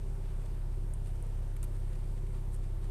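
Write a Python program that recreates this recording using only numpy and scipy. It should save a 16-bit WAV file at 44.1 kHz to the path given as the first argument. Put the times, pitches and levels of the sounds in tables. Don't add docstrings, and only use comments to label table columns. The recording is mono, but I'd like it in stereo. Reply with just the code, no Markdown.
import sys
import numpy as np
from scipy import signal
from scipy.fft import rfft, irfft
from scipy.io import wavfile
from scipy.ndimage import uniform_filter1d

SR = 44100
rng = np.random.default_rng(int(sys.argv[2]) if len(sys.argv) > 2 else 0)


def dump(signal):
    limited = np.clip(np.atleast_2d(signal).T, -1, 1)
    pcm = np.round(limited * 32767).astype(np.int16)
    wavfile.write(sys.argv[1], SR, pcm)


def ratio_of_db(decibels):
    return 10 ** (np.asarray(decibels, float) / 20)


N = 127890


def band(x, hz, width, order=1):
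    f = np.arange(N // 2 + 1) * SR / N + 1e-3
    response = 1 / (1 + 1j * (f - hz * hz / f) / width) ** order
    return irfft(rfft(x) * response, N)


def unit(x):
    return x / np.sqrt(np.mean(x ** 2))


def walk(rate):
    hold = int(SR / rate)
    steps = np.repeat(rng.standard_normal(N // hold + 1), hold)
    return 1.73 * uniform_filter1d(uniform_filter1d(steps, hold), hold)[:N]


def stereo_db(left_db, right_db):
    return ratio_of_db(np.array([[left_db], [right_db]]))


def pan(db):
    return stereo_db(db / 2, -db / 2)


def curve(t, table):
    return np.interp(t, *np.array(table).T)


# time_s, firing_hz
IDLE = [(0, 33.4), (.4, 33.32), (.8, 33.14), (1.2, 33.33), (1.45, 32.97), (1.9, 32.84), (2.35, 32.94),
        (2.9, 32.88)]


def crank():
    firing_hz = curve(np.arange(N) / SR, IDLE)
    start_turn = .057
    return 2 * np.pi * (start_turn + np.cumsum(firing_hz) / SR)


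# firing_multiple, level_db (under the boom), left_minus_right_db
ENGINE_ORDERS = [(.75, -27, 1), (1, 0, 1.3), (1.5, -25, 0), (2, -14, 0), (3, -10, -.5), (4, -15, -1.8),
                 (4.5, -30, -2), (5, -30, -2), (5.5, -32, -1), (6, -36, -1)]
# time_s, level_db
BOOM = [
    (0, -35.5),
    (.8, -34.5),
    (1.6, -34.5),
    (2.9, -34),
]


def engine(t):
    pulse_lag_rad, body_turn_rad, port_lag_rad = .98, 4.3, .05
    scatter_db, jitter_rad, scatter_per_s = .65, .07, 12
    turn, out = crank(), 0
    for order, level_db, pan_db in ENGINE_ORDERS:
        if order == 1:
            lag = port_lag_rad * np.array([[0], [1]])
        else:
            lag = body_turn_rad - order * pulse_lag_rad + jitter_rad * walk(scatter_per_s)
        uneven_db = scatter_db * np.sqrt(order) / 2 * walk(scatter_per_s)
        out = out + pan(pan_db) * ratio_of_db(level_db + uneven_db) * np.cos(order * turn + lag)
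    return np.sqrt(2) * ratio_of_db(curve(t, BOOM)) * out


# shaft_multiple, level_db
COMPRESSOR = [(2, -58), (3, -51.5), (4, -54), (7, -60), (8, -62), (9, -71), (10, -69), (11, -76), (12, -75),
              (16, -74)]
# time_s, slip_rad
BELT_SLIP = [(.2, .23), (.6, .04), (1.3, -.17), (1.7, -.07), (2.2, .18), (2.7, .08)]


def compressor(t):
    belt_ratio, start_turn = .6213, -.07
    mount_lag_rad, lag_per_octave_rad = .3, 1.4
    turn = 2 * np.pi * start_turn + belt_ratio * crank() + curve(t, BELT_SLIP)
    out = 0
    for k, level_db in COMPRESSOR:
        lag = mount_lag_rad + lag_per_octave_rad * np.log2(k / 3)
        level = ratio_of_db(level_db + .9 * walk(5))
        out = out + level * np.cos(k * turn - lag + .15 * walk(3))
    return np.sqrt(2) * out


# firing_multiple, level_db
PUMP = [(.432, -64), (2.273, -60), (3.38, -68), (4.546, -65)]
# time_s, gain_db
PUMP_LOAD = [
    (0, 8.5),
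    (.4, -7),
    (1.8, 2),
    (2.3, 0),
    (2.9, 2),
]


def pump(t):
    turn, out = crank() - .8, 0
    for k, level_db in PUMP:
        level = ratio_of_db(level_db + 1.2 * walk(5))
        out = out + level * np.cos(k * turn + 2.2 + .3 * walk(3))
    return np.sqrt(2) * ratio_of_db(curve(t, PUMP_LOAD)) * out


# firing_multiple, left_db, right_db
GEAR_WHINE = [(11.41, -66, -62.5), (11.868, -66.5, -66), (10.952, -69, -71), (10.494, -70, -72),
              (10.02, -71, -72)]
# time_s, gain_db
KNOCK = [(0, -1), (.8, -1), (1.4, -5), (1.73, 4), (2.0, -4), (2.37, 5), (2.6, -4.5), (2.9, 5)]


def panel(t):
    knock_at_s, wander_rad, scatter_db = 2.37, .45, 1.8
    phase = crank()
    turn, out = phase - phase[int(knock_at_s * SR)], 0
    for n, (k, left_db, right_db) in enumerate(GEAR_WHINE):
        gain_db = scatter_db * walk(3.99)
        if n > 0:
            gain_db = gain_db + curve(t, KNOCK)
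        line = np.cos(k * turn + wander_rad * walk(3.93))
        out = out + stereo_db(left_db, right_db) * ratio_of_db(gain_db) * line
    return np.sqrt(2) * out


# pitch_hz, level_db (per Hz)
AIR = [(6, -72), (50, -72.5), (150, -81.5), (260, -88), (500, -86), (1200, -96), (5500, -110),
       (14000, -116)]


def air():
    air_db, swell_db, flicker_db, alike_below_hz = 2, .45, .9, 264
    pitch_hz, density_db = np.array(AIR).T
    out, swell = 0, walk(5.98)
    for hz in 5.6 * 2 ** np.arange(0, 11.4, 1 / 3):
        left, other = unit(band(rng.standard_normal((2, N)), hz, hz / 3, order=2))
        share = 1 / np.sqrt(1 + (alike_below_hz / hz) ** 3)
        right = ((1 - share) * left + share * other) / np.hypot(1 - share, share)
        level_db = np.interp(np.log(hz), np.log(pitch_hz), density_db) + 10 * np.log10(hz / 4.6)
        level_db = level_db + air_db + swell_db * swell + flicker_db * walk(15)
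        out = out + ratio_of_db(level_db) * np.array([left, right])
    return out


# pitch_hz, width_hz, left_db, right_db
DUCT = [(383.6, 35, -65.5, -67), (347.7, 56, -64, -70.5), (281.2, 7.8, -69, -81), (503.5, 26, -69.5, -74),
        (628, 37, -76.5, -75), (907, 190, -71.5, -70.5)]


def ducts():
    out = 0
    for hz, width, left_db, right_db in DUCT:
        a, b = unit(band(rng.standard_normal((2, N)), hz, width, order=2))
        out = out + stereo_db(left_db, right_db) * np.array([a, 0.94 * a + 0.49 * b])
    return out


# pitch_hz, width_hz, level_db
STIR = [(5, 13, -59.5), (59.4, 110, -60.5)]


def stir():
    out = 0
    for hz, width, level_db in STIR:
        noise = rng.standard_normal((2, N))
        out = out + ratio_of_db(level_db) * unit(band(noise, hz, width, order=2))
    return out


# centre_s, length_s, low_db, high_db
RUSTLES = [(0.305, 0.16, -73.5, -84), (0.735, 0.062, -75, -92), (0.418, 0.04, -68.5, -82),
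           (0.259, .01, -71, -90), (1.431, .01, -69, -90), (2.269, 0.0091, -70, -90),
           (0.458, 0.015, -62.5, -84), (1.063, 0.044, -68, -73), (1.093, .03, -71.5, -86),
           (1.633, 0.0089, -67, -62.5), (1.644, 0.022, -66, -65.5), (1.757, 0.035, -69, -75),
           (1.931, 0.015, -63.5, -88), (1.957, 0.01, -63, -90), (1.993, 0.012, -70, -92),
           (2.042, 0.013, -70, -90), (2.175, 0.028, -67, -89), (2.354, 0.061, -70, -82),
           (2.543, 0.037, -68.5, -63.5), (2.642, 0.035, -69, -80), (2.842, 0.039, -64.5, -78)]
# start_s, low_db, high_db, high_pitch_hz, left_minus_right_db
TICKS = [(0.9371, -85, -44.5, 9140, -2.5), (1.157, -68, -62, 6000, -6), (1.2255, -76, -49.5, 9000, -1),
         (1.267, -85, -59, 9800, 0), (1.5654, -62.5, -54.5, 11900, 6), (1.5678, -73, -56.5, 7450, -7),
         (1.6282, -80, -52, 13000, 5), (1.6297, -70, -44, 8650, 8), (1.6315, -70, -49, 7100, -1),
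         (1.6407, -78, -51, 11600, 11), (2.842, -81, -64, 7000, -7)]


def handling(t):
    low_gain_db, high_gain_db, snap_db = 7.5, 2, 5.5
    decay_s, tail_s, tail_db, tick_width_hz = .00068, .0077, -10.5, 2800
    low, high, cracks = np.zeros((2, N)), np.zeros((2, N)), 0
    low_noise, high_noise = rng.standard_normal((2, 2, N))
    grain = ratio_of_db(2.5 * walk(400))
    for centre, length, low_db, high_db in RUSTLES:
        shape = np.exp(-(2 * (t - centre) / length) ** 2) * grain
        low = low + ratio_of_db(low_db) * shape
        high = high + ratio_of_db(high_db) * shape
    for start, low_db, high_db, hz, pan_db in TICKS:
        age = np.maximum(t - start, 0)
        fade = np.exp(-age / decay_s) + ratio_of_db(tail_db) * np.exp(-age / tail_s)
        shape = (t > start) * fade * pan(pan_db)
        low = low + ratio_of_db(low_db + low_gain_db) * shape
        snap = ratio_of_db(snap_db) * (age < 1 / SR)
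        crack = ratio_of_db(high_db + high_gain_db) * shape * (high_noise / 2 + snap)
        cracks = cracks + band(crack, hz, tick_width_hz, order=2)
    body = 4.69 * band(low * low_noise, 1240, 3770, order=2)
    return body + 3.0 * (cracks + band(high * high_noise, 8950, 4300, order=2))


def scene():
    t = np.arange(N) / SR
    machinery = engine(t) + compressor(t) + pump(t) + panel(t)
    return machinery + air() + ducts() + stir() + handling(t)


def band_limit(x):
    return signal.sosfilt(signal.butter(12, 15100, fs=SR, output="sos"), x)


# pitch_hz, width_hz, gain_db
PORTS = [
    (11100, 2000, 7.5),
    (8600, 1060, 12),
]


def record(dry):
    ports = []
    for x, (hz, width, gain_db) in zip(dry, PORTS):
        ports.append(x + (ratio_of_db(gain_db) - 1) * band(x, hz, width))
    top_cut = signal.ellip(8, .2, 24, 14220, fs=SR, output="sos")
    mix = signal.sosfilt(top_cut, np.array(ports))
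    return band_limit(mix)


dry = scene()
out = record(dry)
dump(out)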